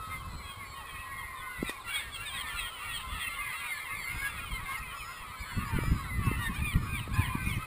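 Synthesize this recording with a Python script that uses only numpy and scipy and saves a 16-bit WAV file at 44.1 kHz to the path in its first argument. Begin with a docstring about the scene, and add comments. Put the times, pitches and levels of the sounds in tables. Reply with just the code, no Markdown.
"""Gulls call from the rocks under a grassy sea cliff: nearer birds wail, mew and yelp over a distant chorus.
Each cry is a stack of gliding harmonics shaped by throat and beak; whistles and twitters are bare sines.
Scattered delays make the rock face echo, and coloured noise makes the sea wash faintly below.
Wind noise and short pressure swings buffet the microphone, harder towards the end; a finger knocks the camera.
A small hand-held camera takes it in mono at a low sample rate, which adds a glassy sheen to the calls."""
import sys
import numpy as np
from scipy import signal
from scipy.fft import rfft, irfft
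from scipy.io import wavfile

SR = 44100
rng = np.random.default_rng(int(sys.argv[2]) if len(sys.argv) > 2 else 0)


def inscribe(sig):
    """Save sig as 16-bit PCM at rate SR to the path in sys.argv[1].

    A 1-D sig is mono; a 2-D sig holds one channel per row.
    Samples are clipped to [-1, 1] before scaling.
    """
    pcm = np.round(np.clip(np.atleast_2d(sig).T, -1, 1) * 32767)
    wavfile.write(sys.argv[1], SR, pcm.astype(np.int16))


N = 337806
TIME = np.arange(N) / SR

# Call levels are drive levels, ahead of the throat, beak and growth shaping.
# a gull's throat resonances: [f/Hz, level/dB]
THROAT_SPECTRUM = [(500, -64), (800, -2.5), (1050, 5.5), (2100, 6.5), (3300, -1), (4300, -6), (5500, -16.5)]
# wails, held on one note that slopes a little: [t/s, length/s, f/Hz, level/dB, beak f/Hz, climb/share of f]
WAIL_CALLS = [(-.04, .22, 652, -45.5, 1210, -0.027), (0.101, 0.091, 526, -46.5, 2100, -0.0064),
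              (0.422, 0.14, 842, -48.5, 3240, -0.055), (0.757, 0.77, 642, -53.5, 1837, -0.0059),
              (0.868, 0.21, 1258, -51, 2510, 0.038), (1.4, 0.2, 754, -52, 1520, -0.045),
              (1.86, 0.061, 1370, -34, 2480, 0.018), (1.93, 0.05, 834, -40.5, 3320, -0.0031),
              (1.943, 0.035, 952, -50, 1930, 0.024), (2.157, 0.095, 1335, -36, 2440, .055),
              (2.205, 0.091, 810, -52, 1710, 0.1), (2.29, 0.089, 820, -41, 3270, -0.037),
              (2.39, 0.21, 920, -50.5, 1810, -0.051), (4.215, 0.076, 821, -42, 1670, 0.016),
              (5.945, 0.17, 1327, -50.5, 3900, -0.012), (6.19, 0.2, 1290, -48, 2716, 0.043),
              (6.412, 0.076, 938, -40.5, 3649, -0.027)]
# mews, which rise and then fall: [t/s, length/s, f/Hz, level/dB, beak f/Hz]
MEW_CALLS = [(1.579, .14, 651, -41.5, 1940), (1.941, 0.083, 1108, -50, 2250),
             (2.466, 0.14, 1353, -40, 2630), (2.778, 0.16, 1345, -42, 2660), (3.13, 0.17, 1330, -41, 2640),
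             (3.53, 0.16, 1335, -42, 2664), (4.243, 0.073, 1336, -43, 2660),
             (4.653, 0.12, 525.6, -40.5, 2080), (4.998, 0.24, 626, -58, 1910),
             (6.36, 0.093, 1380, -41, 2640)]
# moans, which slide down by about a semitone: [t/s, length/s, f/Hz, level/dB, beak f/Hz]
MOAN_CALLS = [(2.328, 0.066, 994, -44, 1890), (2.567, 0.15, 1115, -40.5, 3320),
              (2.581, 0.12, 983, -47.5, 1880), (2.876, .09, 977, -47.5, 1880), (3.183, .09, 997, -46, 1886),
              (3.36, .09, 609.4, -50.5, 1170), (3.76, 0.12, 1118, -50.5, 3250),
              (4.365, 0.047, 640, -42, 2450), (4.64, .1, 567, -43, 1056), (4.922, 0.062, 711, -51, 1370),
              (5.081, 0.062, 542.4, -53, 1037), (5.12, 0.14, 1140, -57, 3307),
              (5.224, 0.054, 662, -54, 1270), (5.671, 0.093, 473, -44, 892), (6.016, 0.073, 533, -47, 960),
              (6.28, 0.105, 1054, -49.5, 2050), (6.388, 0.11, 959, -40.5, 1840)]
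# yelps, short and falling all the way: [t/s, length/s, f/Hz, level/dB]
YELP_CALLS = [(0.148, 0.088, 1140, -55), (0.866, 0.065, 1130, -52.5), (1.175, 0.054, 1110, -49),
              (1.346, 0.086, 1250, -50.5), (1.655, 0.057, 1290, -39), (1.905, 0.039, 1150, -44),
              (1.948, 0.065, 1275, -39), (2.116, 0.058, 1150, -39.5), (2.247, 0.053, 1265, -38),
              (2.329, 0.052, 1310, -40), (2.37, 0.055, 1130, -39), (2.46, 0.042, 1180, -41),
              (2.557, 0.078, 1350, -38), (2.89, 0.044, 1300, -46), (2.924, 0.064, 1130, -39),
              (3.188, 0.071, 1150, -42), (3.477, 0.085, 1110, -46), (4.247, 0.046, 1150, -48),
              (4.508, 0.069, 1085, -46), (4.992, 0.029, 1045, -55), (5.75, 0.034, 1045, -49)]
# one gull's long call, a run of evenly spaced high notes: [t/s, level/dB]
LONG_CALL_NOTES = [(6.58, -40), (6.84, -43), (7.11, -43), (7.385, -44.5)]
# hoarse squawks, in which the voice breaks up: [t/s, length/s, level/dB, beak f/Hz]
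SQUAWK_CALLS = [(1.881, 0.17, -50.5, 2470), (6.54, .08, -51, 2056), (7.113, 0.2, -51, 1700)]
# drawn-out wails of three birds in near unison: [t/s, length/s, f/Hz, middle bird level/dB, beak f/Hz]
UNISON_WAILS = [(-.05, 0.37, 543, -56, 1074), (0.369, 0.38, 560, -51, 1066), (.7, 0.35, 546.6, -54.5, 1070),
                (1.032, 0.25, 551, -51, 1050), (1.269, 0.24, 531, -50.5, 1028),
                (3.05, 0.61, 701, -50, 2064), (3.72, 0.5, 715.6, -49, 2090), (5.43, 0.38, 602, -59, 1770),
                (7.26, 0.23, 607, -50, 2450)]

# How each kind of call moves: [climb/share of f, closing drop/share of f, lateness of the drop/power,
# beak resonance/dB, beak width/natural log of f, growth over the call/dB]
MOAN_CONTOUR = (-0.04, .03, 2, 18.5, 0.08, 0)
SQUAWK_CONTOUR = (0.5, .1, 1.5, 17, 1.5, -2)
MEW_CONTOUR = (.06, 0.122, 5.94, 15.8, 0.034, 4.3)
NOTE_CONTOUR = (.5, .67, 2, 15.5, 0.28, 18)
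LEDGE_CONTOUR = (0.26, .1, 2, 14.5, 0.44, 2.5)
UNISON_CONTOUR = (0.01067, 0.0497, 2.93, 26.5, 0.073, 1.1)
# the same without the climb, which each wail's row gives
WAIL_CONTOUR = (0.0103, 2.75, 17.4, 0.12, 0.69)
# the same without climb and drop, which are worked out for each yelp
YELP_CONTOUR = (2.5, 30, 0.45, 3.5)

# thin high whistles, likely young birds: [t/s, length/s, f/Hz, climb/share of f, level/dB]
WHISTLE_CALLS = [(0.272, 0.29, 4210, -0.038, -54), (0.642, 0.12, 4450, -0.021, -50.5),
                 (3.688, .15, 4420, -.02, -53), (3.97, 0.13, 4466, 0.0054, -48.5),
                 (4.085, 0.24, 4930, 0.026, -55), (4.764, 0.032, 4200, .33, -53),
                 (4.943, 0.27, 5110, 0, -53), (5.352, 0.28, 4210, 0.06, -52.5),
                 (5.386, .045, 4570, 0.11, -52.5), (5.64, 0.078, 4550, 0.15, -56),
                 (5.783, 0.25, 4950, 0.025, -53.5), (6.238, .037, 4440, .3, -56),
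                 (6.77, .16, 5150, 0, -59.5), (7.134, 0.031, 4600, 0.14, -44.5)]
# quick twitters of a small bird: [start t/s, end t/s, middle f/Hz, level/dB]
TWITTER_CALLS = [(6.368, 6.605, 5440, -61), (7.412, 7.59, 5400, -59)]
# the distant chorus, ahead of a 3 dB trim: [t/s, level/dB]
CHORUS_SWELL = [(0, -55.5), (.75, -46), (1.5, -45.5), (1.68, -41.5), (1.78, -49.5), (1.95, -43),
                (2.1, -51.5), (2.4, -44.5), (4.5, -41), (5.1, -44), (5.6, -40.5), (7.3, -43), (7.66, -39.5)]
# how shrill the chorus is: [t/s, treble against the middle/dB]
CHORUS_SHRILLNESS = [(0, -2.5), (1.5, -9), (2, 5), (2.7, -1.5), (3.8, -3), (5.2, -10.5), (7.6, -6)]
# colour of the chorus after its way through the air: [f/Hz, level/dB]
FAR_SPECTRUM = [(500, -56), (800, 18), (1050, 3.5), (1300, -1.5), (1600, -0.5), (2100, 3), (2900, -4.5),
                (4300, -2.5), (5500, -8)]
# rumble of wind and handling on the microphone, ahead of WIND_TRIM_DB: [t/s, level/dB]
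WIND_RUMBLE = [(0.0, -49.5), (0.23, -43), (0.81, -52), (1.56, -51.5), (1.6, -39.5), (1.73, -53.5),
               (2.64, -47), (2.75, -57.5), (3.09, -44), (3.82, -61), (3.92, -47), (4.5, -44), (5.1, -50),
               (5.4, -47), (5.74, -33), (6.01, -38.5), (6.96, -31.5), (7.04, -40), (7.57, -35.5),
               (7.66, -47.5)]
# the light breeze: [f/Hz, level/dB per Hz]
BREEZE_SPECTRUM = [(15, -10), (40, 0.5), (85, -1), (160, -11), (300, -23.5), (900, -50)]
# the strong gusts: [f/Hz, level/dB per Hz]
GUST_SPECTRUM = [(15, -11), (60, 3), (130, 0), (270, -14), (450, -29), (1000, -70)]
# single buffets on the microphone: [t/s, envelope peak level/dB, f/Hz]
WIND_BUFFETS = [(5.582, -23, 142), (5.765, -17, 112.5), (5.789, -18, 245.5), (5.837, -28, 400),
                (6.271, -19, 151), (6.316, -20.5, 241.6), (6.622, -24, 133), (6.761, -15.5, 99),
                (7.078, -30, 329), (7.354, -16.5, 154), (7.475, -21, 142.4)]
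# a finger knocks on the camera body: [t/s, tick level/dB, thump level/dB, thump f/Hz]
FINGER_KNOCKS = [(1.628, -50, -18.5, 374), (1.6949, -27, -29, 524)]
# the sea far below: [f/Hz, level/dB per Hz]
SEA_SPECTRUM = [(100, -12.5), (300, -7), (500, -4.5), (800, -6.5), (1150, 5), (2500, -26), (4000, -8),
                (5800, -23)]

SQUAWK_HZ, SQUAWK_JITTER, SQUAWK_RASP = 715, .04, 0.91  # pitch; wander as a share; flutter depth at 1 kHz
YELP_SAG_PER_S, YELP_BEAK_HZ = 1.71, 3350  # share of the pitch lost each second; beak resonance
NOTE_S, NOTE_HZ, NOTE_BEAK_HZ = .165, 1136, 2776  # one note of the long call
UNISON_DETUNE = .016  # share of the pitch
# a squabble at middle distance
SQUABBLE_AT_S, SQUABBLE_S, SQUABBLE_DB, SQUABBLE_FADE_DB_PER_S = 2.35, 3.5, -48.5, 2.5
SQUABBLE_HZ, SQUABBLE_BEND = 1038, 0.161  # middle pitch; largest slide as a share of it
# soft low calls from the ledges: middle pitch, level of the nearest, beak near the second harmonic, entry time
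LEDGE_HZ, LEDGE_DB, LEDGE_BEAK_HZ, LEDGE_JOIN_S = 575, -50, 1004, 2.2
WHISTLE_DROP = 0.034  # closing drop, share of the pitch
WIND_TRIM_DB, SEA_DB = 1.56, -52
CAMERA_HZ, TOP_HZ = 12000, 15250  # camera's sample rate; top of its treble


def undb(db):
    """Decibels to gain."""
    return 10 ** (np.asarray(db) / 20)


def unit(x):
    """Scale to rms 1."""
    return x / np.sqrt(np.mean(x ** 2))


def curve(table, column=1):
    """One column of a table, joined by straight lines in time."""
    return np.interp(TIME, np.array(table)[:, 0], np.array(table)[:, column])


def db_at(hz, points):
    """Read a spectrum on a log-frequency axis."""
    f, db = np.transpose(points)
    return np.interp(np.log(hz + 1), np.log(f), db)


def colour(x, points):
    """Give a sound a spectrum."""
    gain = undb(db_at(np.fft.rfftfreq(N, 1 / SR), points))
    return irfft(rfft(x) * gain, N)


def walk(t, rate):
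    """Random wander with a spread near 1, through rate random points a second."""
    steps = (t - t[0]) * rate
    knots = rng.standard_normal(int(steps[-1]) + 2)
    return np.interp(steps, np.arange(len(knots)), knots) * np.sqrt(3 / 2)


def add(out, start, sound):
    """Mix a sound in at a time in seconds."""
    i = int(start * SR)
    a, b = max(i, 0), min(i + len(sound), N)
    if b > a:
        out[a:b] += sound[a - i:b - i]


def near_gulls():
    """The birds that stand out of the flock; every kind of call has its own pitch shape."""
    out = np.zeros(N)
    calls = [((climb, *WAIL_CONTOUR), row) for *row, climb in WAIL_CALLS]
    calls += [(MEW_CONTOUR, row) for row in MEW_CALLS]
    calls += [(MOAN_CONTOUR, row) for row in MOAN_CALLS]
    for start, length, hz, db in YELP_CALLS:
        sag = YELP_SAG_PER_S * length / 2  # half of it steady, half at the close
        calls.append(((-sag, sag, *YELP_CONTOUR), (start, length, hz, db, YELP_BEAK_HZ)))
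    for shape, (start, length, hz, db, beak_hz) in calls:
        add(out, start, undb(db) * call(shape, length, hz, beak_hz))
    for start, db in LONG_CALL_NOTES:
        note = call(NOTE_CONTOUR, NOTE_S, NOTE_HZ, NOTE_BEAK_HZ, jitter=0.009)
        add(out, start, undb(db) * note)
    for start, length, db, beak_hz in SQUAWK_CALLS:
        squawk = call(SQUAWK_CONTOUR, length, SQUAWK_HZ, beak_hz, jitter=SQUAWK_JITTER, rasp=SQUAWK_RASP)
        add(out, start, undb(db) * squawk)
    for start, length, hz, db, beak_hz in UNISON_WAILS:
        for side in (-1, 0, 1):
            bird_hz = hz * (1 + side * UNISON_DETUNE)
            wail = call(UNISON_CONTOUR, length, bird_hz, beak_hz, jitter=0.0091)
            add(out, start, undb(db - 4.9 * abs(side)) * wail)
    return out


def call(shape, length, hz, beak_hz, jitter=0.00347, rasp=0.39):
    """A cry of one kind, at its own length and pitch, swelling or fading as it goes."""
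    climb, drop, lateness, beak_db, beak_width, growth_db = shape
    pitch = (hz, climb * hz, drop * hz, lateness)
    voiced = cry(length, pitch, beak_hz, beak_db, beak_width, jitter, rasp)
    return voiced * undb(growth_db * np.linspace(-.5, .5, len(voiced)))


def cry(length, pitch, beak_hz, beak_db, beak_width, jitter, rasp):
    """A wavering harmonic voice that ends hoarse; harmonics light up as they slide through the beak resonance."""
    t, hz, swell = glide(length, *pitch)
    hz = hz * (1 + jitter * (walk(t, 128.3) + walk(t, 30.57)))
    phase = 2 * np.pi * np.cumsum(hz) / SR
    voice = np.zeros(len(t))
    # harmonics stop at half the camera's sample rate
    for k in range(1, int(CAMERA_HZ / 2 / hz.max()) + 1):
        partial_hz = k * hz
        resonance = np.exp(-(np.log(partial_hz / beak_hz) / beak_width) ** 2)
        db = db_at(partial_hz, THROAT_SPECTRUM) + beak_db * (resonance - 1)
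        # moving air makes each harmonic fade in and out on its own
        voice += undb(db + 2.6 * walk(t, 35)) * np.sin(k * phase)
    # high yelps are forced harder than low wails, so they rasp more
    hoarse = 1 + rasp * (hz / 1000) * (t / t[-1]) * walk(t, 800)
    return np.sqrt(2) * voice * hoarse * swell


def glide(length, start_hz, climb_hz, drop_hz, lateness=3):
    """Time, pitch and loudness of a call: a steady climb, and a drop that quickens as the air runs out."""
    t = np.arange(int(max(length, .03) * SR)) / SR
    u = t / t[-1]
    hz = start_hz + climb_hz * u - drop_hz * u ** lateness
    swell = np.abs(np.sin(np.pi * u)) ** .5
    return t, hz, swell


def squabble(count=58):
    """Several birds yelp over each other, each sliding down by its own amount, loudest at first."""
    out = np.zeros(N)
    for i, (when, span, voice, beak, bend) in enumerate(rng.random((count, 5))):
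        since = SQUABBLE_S * (i + when) / count
        shape = (-SQUABBLE_BEND * bend / 2, SQUABBLE_BEND / 2, *YELP_CONTOUR)
        hz = SQUABBLE_HZ * (1 + .55 * (voice - .5))
        yelp = call(shape, 0.04 + 0.05 * span, hz, 2100 + 1600 * beak)
        db = SQUABBLE_DB - SQUABBLE_FADE_DB_PER_S * since
        add(out, SQUABBLE_AT_S + since, undb(db) * yelp)
    return out


def ledge_gulls(count=52):
    """A steady weave of low calls, each sliding up through the others; the beak favours the second harmonic."""
    out = np.zeros(N)
    for i, (when, span, voice, distance) in enumerate(rng.random((count, 4))):
        hz = LEDGE_HZ * (1 + .28 * (voice - .5))
        voiced = call(LEDGE_CONTOUR, 0.055 + 0.0897 * span, hz, LEDGE_BEAK_HZ)
        start = LEDGE_JOIN_S + (i + when) / count * (N / SR - LEDGE_JOIN_S)
        add(out, start, undb(LEDGE_DB - 4.1 * distance) * voiced)
    return out


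def whistlers():
    """A few clear peeps, and twitters that zigzag in pitch."""
    out = np.zeros(N)
    for start, length, hz, climb, db in WHISTLE_CALLS:
        add(out, start, undb(db) * peep(length, hz, climb))
    for start, end, middle_hz, db in TWITTER_CALLS:
        t, hz, swell = glide(end - start, middle_hz, 0, 0)
        phase = 2 * np.pi * np.cumsum(hz * (1 + 0.058 * walk(t, 70))) / SR
        add(out, start, undb(db + 3.8 * walk(t, 49)) * swell * np.sin(phase))
    return out


def peep(length, pitch_hz, climb):
    """One nearly pure, slightly trembling whistle."""
    t, hz, swell = glide(length, pitch_hz, climb * pitch_hz, WHISTLE_DROP * pitch_hz)
    phase = 2 * np.pi * np.cumsum(hz * (1 + 0.0057 * walk(t, 121.0))) / SR
    return undb(2 * walk(t, 26.3)) * swell * np.sin(phase)


def cliff(x, t60, count=70):
    """Scattered echoes from ledges and boulders, dying away by 60 dB in t60 seconds."""
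    delay = .008 + t60 * rng.random(count)
    response = np.zeros(N)
    response[(delay * SR).astype(int)] = rng.standard_normal(count) * undb(-60 * delay / t60)
    return signal.fftconvolve(x, response / np.linalg.norm(response))[:N]


def chorus():
    """The far flock swells and sinks; its shrillness rises and falls separately."""
    birds = far_gulls()
    birds = birds + .35 * cliff(birds, t60=.6)
    lowpass = signal.butter(4, 2450, fs=SR, output="sos")
    middle = signal.sosfiltfilt(lowpass, birds)
    shrill = undb(curve(CHORUS_SHRILLNESS)) * unit(birds - middle)
    return undb(curve(CHORUS_SWELL) - 3.0) * (unit(middle) + shrill)


def far_gulls(count=290):
    """Calls from further off: low wails mixed with shorter high yelps that drop more at the end."""
    out = np.zeros(N)
    for i, (when, kind, voice, span, fall, beak, distance) in enumerate(rng.random((count, 7))):
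        yelp = kind < .5
        hz = 950 + 400 * voice if yelp else 500 + 240 * voice
        length = (.04 if yelp else .065) * (1 + 1.3 * span)
        pitch = hz * np.array([1, .2 * (.45 - fall), .13 if yelp else .06])  # start, climb, drop
        beak_hz = 1000 * 3.8 ** beak
        voiced = cry(length, pitch, beak_hz, beak_db=12, beak_width=.16, jitter=.004, rasp=.2)
        add(out, (i + when) / count * N / SR - .1, undb(-5 * distance) * voiced)
    return colour(out, FAR_SPECTRUM)


def wind():
    """Eddies rumble on the microphone in lumps; stronger wind reaches higher in pitch."""
    db = curve(WIND_RUMBLE)
    strength = np.clip((db + 47.0) / 9, 0, 1)
    breeze = unit(colour(rng.standard_normal(N), BREEZE_SPECTRUM))
    gust = unit(colour(rng.standard_normal(N), GUST_SPECTRUM))
    lumps = unit(undb(3.7 * walk(TIME, 50) + 2 * walk(TIME, 20)))
    blend = np.sqrt(1 - strength) * breeze + np.sqrt(strength) * gust
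    return undb(db + WIND_TRIM_DB) * lumps * blend


def buffets():
    """Each eddy that hits the microphone port is a swing of pressure about one cycle long."""
    out = np.zeros(N)
    t = np.arange(-SR // 40, SR // 40) / SR
    for time, db, hz in WIND_BUFFETS:
        swing = np.sin(2 * np.pi * (hz * t + rng.random())) * np.exp(-(hz * t / 0.32) ** 2)
        add(out, time + t[0], undb(db) * swing)
    return out


def ticks():
    """A finger knock: a short thump that sinks in pitch, with a dry tick and a faint scuff of skin."""
    out = np.zeros(N)
    t = np.arange(SR // 10) / SR
    for time, tick_db, thump_db, hz in FINGER_KNOCKS:
        thump = np.sin(15 * (1 - np.exp(-hz * t / 2.3))) * np.exp(-(hz * t / 1.53) ** 2)
        fade = np.exp(-t / 0.0017) + 0.34 * np.exp(-t / 0.031)  # tick, then scuff
        tick = fade * rng.standard_normal(len(t))
        add(out, time, undb(thump_db) * thump + undb(tick_db) * tick)
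    return signal.sosfilt(signal.butter(2, 4500, fs=SR, output="sos"), out)


def sea():
    """A soft wash of coloured noise that rises and sinks."""
    wash = unit(colour(rng.standard_normal(N), SEA_SPECTRUM))
    return wash * undb(SEA_DB + walk(TIME, 1.64))


def scene():
    """Everything reaches one microphone, heard alike on both channels."""
    near = near_gulls() + squabble() + ledge_gulls() + whistlers()
    echo = undb(-14.5) * cliff(near, t60=.5)
    mono = near + echo + chorus() + wind() + buffets() + ticks() + sea()
    return np.array([mono, mono])


def record(dry):
    """The camera samples slowly and holds each value, which mirrors the calls into the treble."""
    # a gentle filter ahead of the slow sampling
    slow = signal.resample_poly(dry, CAMERA_HZ, SR, axis=1, window=("kaiser", 5))
    steps = np.repeat(slow, 4, axis=1)
    held = signal.resample_poly(steps, SR, 4 * CAMERA_HZ, axis=1)[:, :N]
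    lowpass = signal.ellip(10, .2, 80, TOP_HZ, fs=SR, output="sos")
    return signal.sosfilt(lowpass, held)


dry = scene()
out = record(dry)
inscribe(out)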